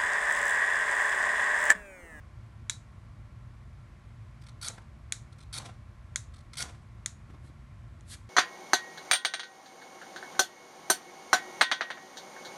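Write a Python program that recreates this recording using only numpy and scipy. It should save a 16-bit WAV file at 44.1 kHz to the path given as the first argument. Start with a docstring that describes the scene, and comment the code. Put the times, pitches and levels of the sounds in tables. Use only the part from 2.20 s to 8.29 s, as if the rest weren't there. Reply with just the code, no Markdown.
"""A steel striker clicks sharply onto a ferrocerium rod and is scraped down it three times, over a metal tray.
Clicks are short bursts of ringing steel; scrapes are gritty noise that also rings the rod.
Small rubs come before each stroke, the edge snaps off the end, and sparks flare and sputter as fluttering noise.
Soft knocks and brushes of cloth are shaped noise. A motor, built from sine tones and noise, hums over
a low outdoor rumble and hiss; nearby walls give a short echo made of fading noise."""
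import sys
import numpy as np
from scipy import signal
from scipy.fft import rfft, irfft
from scipy.io import wavfile
from scipy.ndimage import uniform_filter1d

SR = 44100
rng = np.random.default_rng(int(sys.argv[2]) if len(sys.argv) > 2 else 0)


def materialize(psi):
    """Save the field psi as 16-bit PCM at rate SR to the path in sys.argv[1].

    A 1-D psi becomes a single channel; in a 2-D psi each row is a channel.
    """
    bounded = np.clip(np.atleast_2d(psi).T, -1, 1)
    quanta = np.round(bounded * 32767).astype(np.int16)
    wavfile.write(sys.argv[1], SR, quanta)


N = 268597
T = np.arange(N) / SR
FREQ = np.maximum(np.arange(N // 2 + 1) * SR / N, 1)

# full strokes down the rod: (start t/s, length/s, level before judder/dB, pitch factor, rod ring level/dB,
# tilt/dB per octave, judder depth/dB, end snap level/dB, snap pitch factor, flame level/dB)
STROKES = [(2.413, .0712, -37.5, 1.01, 2.5, 1.1, 12, -28.5, .9, -54.5),
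           (3.327, 0.058, -38.5, 1, 1, .6, 2.5, -36.5, 1.03, -50.5),
           (4.3695, 0.056, -35.5, 1.03, -2, .3, 4.5, -28.5, 0.805, -49.5)]
# colour of the shavings tearing off: (f/Hz, level/dB)
RASP = [(300, -27), (900, -9.5), (1400, -11.5), (2250, 6.5), (2800, -7), (3400, 5.5), (4500, 0), (5600, 4),
        (7000, -4), (8200, 1), (9900, -2.5), (10700, -13), (12000, -14)]


def undb(db):
    """Turn decibels into a gain."""
    return 10 ** (np.asarray(db) / 20)


def unit(x):
    """Scale to an rms (average strength) of 1."""
    return x / np.sqrt(np.mean(x ** 2))


def add(out, s, x):
    """Mix x into out from time s on."""
    i = int(s * SR)
    out[i:i + len(x)] += x[:N - i]


def bins(x):
    """Frequencies of the spectrum of x in Hz, at least 1 so that logarithms work."""
    return np.maximum(np.arange(len(x) // 2 + 1) * SR / len(x), 1)


def colour(x, points):
    """Filter along a curve of (Hz, dB) points; rms 1."""
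    hz, db = np.transpose(points)
    curve_db = np.interp(np.log(bins(x)), np.log(hz), db)
    return unit(irfft(rfft(x) * undb(curve_db), len(x)))


def tilt(x, slope_db):
    """Brighten or dull by dB per octave; rms 1."""
    return unit(irfft(rfft(x) * undb(slope_db * np.log2(bins(x))), len(x)))


def resonate(x, modes):
    """Pass through resonances, each (Hz, width in Hz, dB); rms 1."""
    f = bins(x)
    response = sum(undb(db) / (1 + 1j * (f * f - hz * hz) / (f * width)) for hz, width, db in modes)
    return unit(irfft(rfft(x) * response, len(x)))


def grit(n, spread_db):
    """Noise like dense tiny fractures of uneven size."""
    size_db = abs(spread_db) * np.minimum(rng.exponential(size=n), 4)
    return rng.standard_normal(n) * undb(size_db)


def walk(rate):
    """Smooth random drift from `rate` new random values per second; rms 1."""
    k = int(SR / rate)
    steps = np.repeat(rng.standard_normal(N // k + 2), k)
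    return unit(uniform_filter1d(uniform_filter1d(steps, k), k)[:N])


def bell(s, half):
    """A smooth swell centred on time s."""
    return np.exp(-.5 * np.minimum(np.abs(T - s) / half, 10) ** 2)


def clicks():
    """The striker clicks onto the rod, and snaps off its end as each stroke finishes."""
    # striker set down on the rod: (t/s, level/dB, ring length factor, pitch factor, tilt/dB per octave,
    # free rod ring level/dB)
    landings = [(0.4968, -23.5, 2.05, 0.971, -1, -17.5), (2.9229, -22, 1.18, 0.98, 2, -35),
                (3.9589, -23.5, 1.5, 0.96, -0.5, -34), (4.8604, -25, 0.97, 0.97, 2.5, -43),
                (5.8088, -56.5, 0.68, 0.94, 0, -45)]
    snap_ring, snap_tilt_db, snap_free_db = 1.66, 7, -42  # ring length factor, dB per octave, free rod ring
    out = np.zeros(N)
    for s, db, ring, pitch, tilt_db, free_db in landings:
        add(out, s, undb(db) * click(ring, pitch, tilt_db, free_db))
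    for s, length, *_, snap_db, snap_pitch, _ in STROKES:
        add(out, s + length, undb(snap_db) * click(snap_ring, snap_pitch, snap_tilt_db, snap_free_db))
    # such small parts radiate little bass
    return signal.sosfilt(signal.butter(2, 650, "highpass", fs=SR, output="sos"), out)


def click(ring, pitch, tilt_db, free_db, contact_s=0.00035, crack_db=-6, crack_s=0.0018,
          scatter_db=-21.0, scatter_t60=.22, free_t60=0.17):
    """A contact rings the hand-damped steel for a few milliseconds, with a gritty crack that scatters round the tray."""
    # striker and rod damped by the hands: (f before pitch factor/Hz, width before ring factor/Hz,
    # level before tilt and width weighting/dB)
    steel = [(1546, 270, -6.5), (2217, 420, -2.5), (3470, 175, -1.5), (3945, 320, -4), (4410, 110, -5.5),
             (5850, 170, -14.5), (6480, 550, -0.5), (7260, 350, 3), (8920, 420, -3.5), (10070, 410, -5)]
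    # colour of the crack of steel on the rod: (f/Hz, level/dB)
    crack_colour = [(400, -19), (1100, -3.5), (1500, 1.5), (2200, 0.5), (2850, -8), (3800, 5), (4900, -2),
                    (5700, 4), (6600, 5.5), (8000, 3.5), (9600, -1.5), (12000, -16)]
    # the rod's two bending planes: (f/Hz, width/Hz, level/dB)
    free_rod = [(3880, 63, 5), (3900, 34, 2)]
    t = T[:12000]
    blow = SR // 500  # the first 2 ms set the loudness
    body = 0
    for k, (hz, width, mode_db) in enumerate(steel):
        # neighbouring modes swing opposite ways
        size = (-1) ** k * width * undb(mode_db + tilt_db * np.log2(hz))
        body = body + size * np.exp(-np.pi * width * t / ring) * np.sin(2 * np.pi * hz * pitch * t)
    body *= 1 - np.exp(-t / contact_s)
    body = body / np.std(body[:blow])
    snap = undb(crack_db) * np.exp(-t / (crack_s * ring))
    scatter = undb(scatter_db) * np.sqrt(ring) * np.exp(-np.log(1000) * t / scatter_t60)
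    crack = colour(rng.standard_normal(len(t)), crack_colour) * (snap + scatter)
    # when the striker bounces clear the rod sings on, its note blurred by reflections
    song = resonate(rng.standard_normal(len(t)), free_rod)
    free = undb(free_db) * np.exp(-np.log(1000) * t / free_t60) * song
    return body + crack + free


def scrapes():
    """Light rubs advance in nudges; a full stroke judders as it bites, then runs evenly to the end."""
    # light rubs that seat the edge, each a run of nudges: (start t/s, length/s, starting level/dB, pitch factor)
    rubs = [(2.214, .031, -61, 1.26), (2.263, 0.032, -54.5, 0.98), (3.123, .014, -60.5, .95),
            (3.182, .058, -56, 0.94), (4.137, 0.075, -58, .97), (4.332, .026, -48, .95)]
    nudge_s, nudge_share, stuck_db = 0.0224, 0.54, -25  # spacing, share spent sliding, level between
    rub_tilt_db, rub_ring_db = -2, -2  # dB per octave, and ring of the rod, under light pressure
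    rub_ease_db_per_s = 52  # the pressure eases along each run
    judder_hz, judder_s = 56, 0.044  # the edge skips as it bites, then settles
    out, t = np.zeros(N), T[:6000]
    sliding = t / nudge_s % 1 < nudge_share
    nudges = uniform_filter1d(np.where(sliding, 1., undb(stuck_db)), size=96)
    for s, length, db, pitch in rubs:
        pressure = undb(db - rub_ease_db_per_s * t)
        add(out, s, pressure * nudges * drag(t, length, pitch, rub_ring_db, rub_tilt_db))
    skips = np.sin(np.pi * judder_hz * t) ** 2 * np.exp(-t / judder_s)
    for s, length, db, pitch, ring_db, tilt_db, judder_db, *_ in STROKES:
        add(out, s, undb(db - judder_db * skips) * drag(t, length, pitch, ring_db, tilt_db))
    return out


def drag(t, length, pitch, ring_db, tilt_db, bite_s=0.0016, release_s=0.0036, slip_db=2.0):
    """The edge tears off shavings in uneven slips; they rasp and ring the rod, pitched by where it is pressed."""
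    # the rod pressed against the edge: (f before pitch factor/Hz, width/Hz, level/dB)
    pressed_rod = [(1385, 120, -1.5), (3877, 40, 1.5), (4387, 91, 3.5), (4630, 91, -23), (5150, 200, -31),
                   (5750, 120, -25), (7760, 90, -12), (8100, 70, -6), (9520, 270, -5.5)]
    tearing = colour(grit(len(t), spread_db=0.5), RASP)
    modes = [(hz * pitch, width, mode_db) for hz, width, mode_db in pressed_rod]
    rod = resonate(grit(len(t), spread_db=3.5), modes)
    force = (1 - np.exp(-t / bite_s)) * np.exp(-np.maximum(t - length, 0) / release_s)
    slips = unit(undb(slip_db * walk(rate=600)[:len(t)]))
    return force * slips * tilt(tearing + undb(ring_db) * rod, tilt_db)


def sparks():
    """Sparks grow along each stroke and burn out fluttering, topped by a fine fizz; a few shavings pop late."""
    # colour of the burning: (f/Hz, level/dB)
    flame_colour = [(60, -40), (200, 9.5), (350, -1), (700, 3.5), (1300, -1), (2300, -8.5), (2900, -9),
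                    (5000, -19), (12000, -43)]
    # larger shavings that flare up late: (t/s, half length/s, level/dB, fizz level/dB)
    pops = [(2.503, 0.0037, -52, 2), (2.548, 0.0027, -64, -3), (2.583, 0.0038, -48, -15),
            (2.621, 0.0029, -58, -20), (3.46, 0.0066, -49, -1.5), (3.495, .0053, -53, -11),
            (4.496, 0.006, -55, -5)]
    hold_s, fade_s, flutter_db, shower_fizz_db = .012, 0.062, 2.5, -8
    flame = colour(rng.standard_normal(N), flame_colour)
    fizz = colour(grit(N, spread_db=4.0), RASP)
    shower = 0
    for s, length, *_, flame_db in STROKES:
        growth = np.clip((T - s) / length, 0, 1)
        burnout = np.exp(-np.maximum(T - s - length - hold_s, 0) / fade_s)
        shower = shower + undb(flame_db) * growth * burnout
    flutter = undb(flutter_db * walk(rate=120))
    out = shower * flutter * (flame + undb(shower_fizz_db) * fizz)
    for s, half, db, fizz_db in pops:
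        out = out + undb(db) * bell(s, half) * (flame + undb(fizz_db) * fizz)
    return out


def handling():
    """Dull knocks as the hands leave the tray, and brushes of cloth that swell and turn duller as they come to rest."""
    # soft knocks as the weight comes off the tray: (t/s, level/dB)
    knocks = [(5.104, -49.5), (5.146, -50.5), (5.249, -55.5), (5.299, -55)]
    # colour of a knock: (f/Hz, level/dB)
    knock_colour = [(80, -3.5), (190, -2.5), (290, 3), (450, -15), (800, -15), (1500, -20.5), (3000, -27.5),
                    (10000, -43.5)]
    # cloth brushing: (peak t/s, level/dB)
    brushes = [(5.277, -67.5), (5.939, -45)]
    # colour of cloth before tilting: (f/Hz, level/dB)
    cloth = [(710, -22), (1200, -13), (1600, -4.5), (1730, -3), (1870, -1.5), (2400, -7.5), (4040, 3),
             (6110, -3.5), (8730, 2.5), (11200, -1.5), (12000, -13), (15600, -44), (22000, -120)]
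    knock_s, rise_s, fall_s = 0.008, 0.029, 0.0099  # widths of a knock, and of a brush's swell and release
    fast_db, slow_db, slowing_s = 0.5, -3.5, 0.031  # dB per octave sliding and stopping, time between
    thuds = sum(undb(db) * bell(s, knock_s) for s, db in knocks)
    out = colour(rng.standard_normal(N), knock_colour) * thuds
    fibres = colour(rng.standard_normal(N), cloth)
    fast, slow = tilt(fibres, fast_db), tilt(fibres, slow_db)
    for s, db in brushes:
        speed = np.clip((s - T) / slowing_s, 0, 1)
        swell = bell(s, np.where(T < s, rise_s, fall_s))
        out = out + undb(db) * swell * (speed * fast + (1 - speed) * slow)
    return out


def echo(x, walls_db=-11, walls_t60=.28, early_db=-13, early_t60=0.019, gap_s=0.0032):
    """Quick scatter from tray and ground, and a short tail from the walls; t60 is the time to fade by 60 dB."""
    t = T[:SR // 2]
    # colour of the reflections: (f/Hz, level/dB)
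    tone = [(150, -11.5), (1000, 10.0), (2800, 2), (4000, 3.0), (5200, -1), (6700, 9.0), (9000, -1.5), (12000, 3)]
    response = 0
    for db, t60 in ((walls_db, walls_t60), (early_db, early_t60)):
        fade = np.exp(-np.log(1000) * t / t60) * (t > gap_s)
        tail = colour(rng.standard_normal(len(t)), tone) * fade
        response = response + undb(db) * tail / np.sqrt(np.sum(tail ** 2))
    return signal.fftconvolve(x, response)[:N]


def background(rumble_db=-50.5, casing_db=-54, air_db=-62, waver_db=2, drift=0.00146):
    """A steady motor with slightly wavering tones, over low rumble and distant hiss."""
    # motor hum: (multiple of the shaft rate, rms level before wavering/dB)
    hum_lines = [(1, -60), (2, -58), (6, -79), (12, -81), (18, -77.5), (19, -76), (20, -81)]
    # the motor's fan and casing: (f/Hz, width/Hz, level/dB)
    casing_modes = [(103.1, 8, -1.5), (127.8, 23.8, -3.5), (213.3, 14, -22), (599.6, 16, -23.5),
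                    (1364, 11, -21.5)]
    # colour of the hiss: (f/Hz, level/dB)
    air_colour = [(120, -50.5), (200, -4.5), (225, -0.5), (259, -10), (346, -10.5), (397, -16.5),
                  (559, -15.5), (609, -15), (888, -16), (1050, -14), (1270, -16.5), (2280, -19),
                  (2700, -25), (8520, -37), (12000, -48), (15600, -100), (22000, -120)]
    # colour of the rumble: (f/Hz, level/dB)
    rumble_colour = [(15, -59), (30, -25), (42, -3), (56, -1.5), (78, 1), (110, -2), (142, -13.5),
                     (165, -13), (230, -18.5), (400, -54)]
    shaft_hz = 57.57 * (1 + drift * walk(rate=4))
    turn = 2 * np.pi * np.cumsum(shaft_hz) / SR
    hum = 0
    for k, db in hum_lines:
        level = np.sqrt(2) * undb(db + waver_db * walk(rate=4.97))  # root 2 turns rms into peak
        hum = hum + level * np.sin(round(k) * turn + 2 * np.pi * rng.random())
    low = colour(rng.standard_normal(N), rumble_colour)
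    peaks = sum(undb(db) * np.exp(-((FREQ - hz) / width) ** 2) for hz, width, db in casing_modes)
    casing = unit(irfft(rfft(rng.standard_normal(N)) * peaks, N))
    air = colour(rng.standard_normal(N), air_colour) * undb(air_db + 0.22 * walk(rate=5.95))
    return hum + undb(rumble_db) * low + undb(casing_db) * casing + air


def scene(click_echo_db=-13):
    """Striking sparks, with their echo and the surroundings; the clicks echo more weakly than the rest."""
    taps = clicks()
    rubs = scrapes() + sparks() + handling()
    echoes = echo(rubs + undb(click_echo_db) * taps)
    return (taps + rubs + echoes + background())[None, :]


def record(dry):
    """Cut the treble steeply above 11950 Hz."""
    return signal.sosfilt(signal.ellip(10, .2, 70, 11950, fs=SR, output="sos"), dry)


dry = scene()
out = record(dry)
materialize(out)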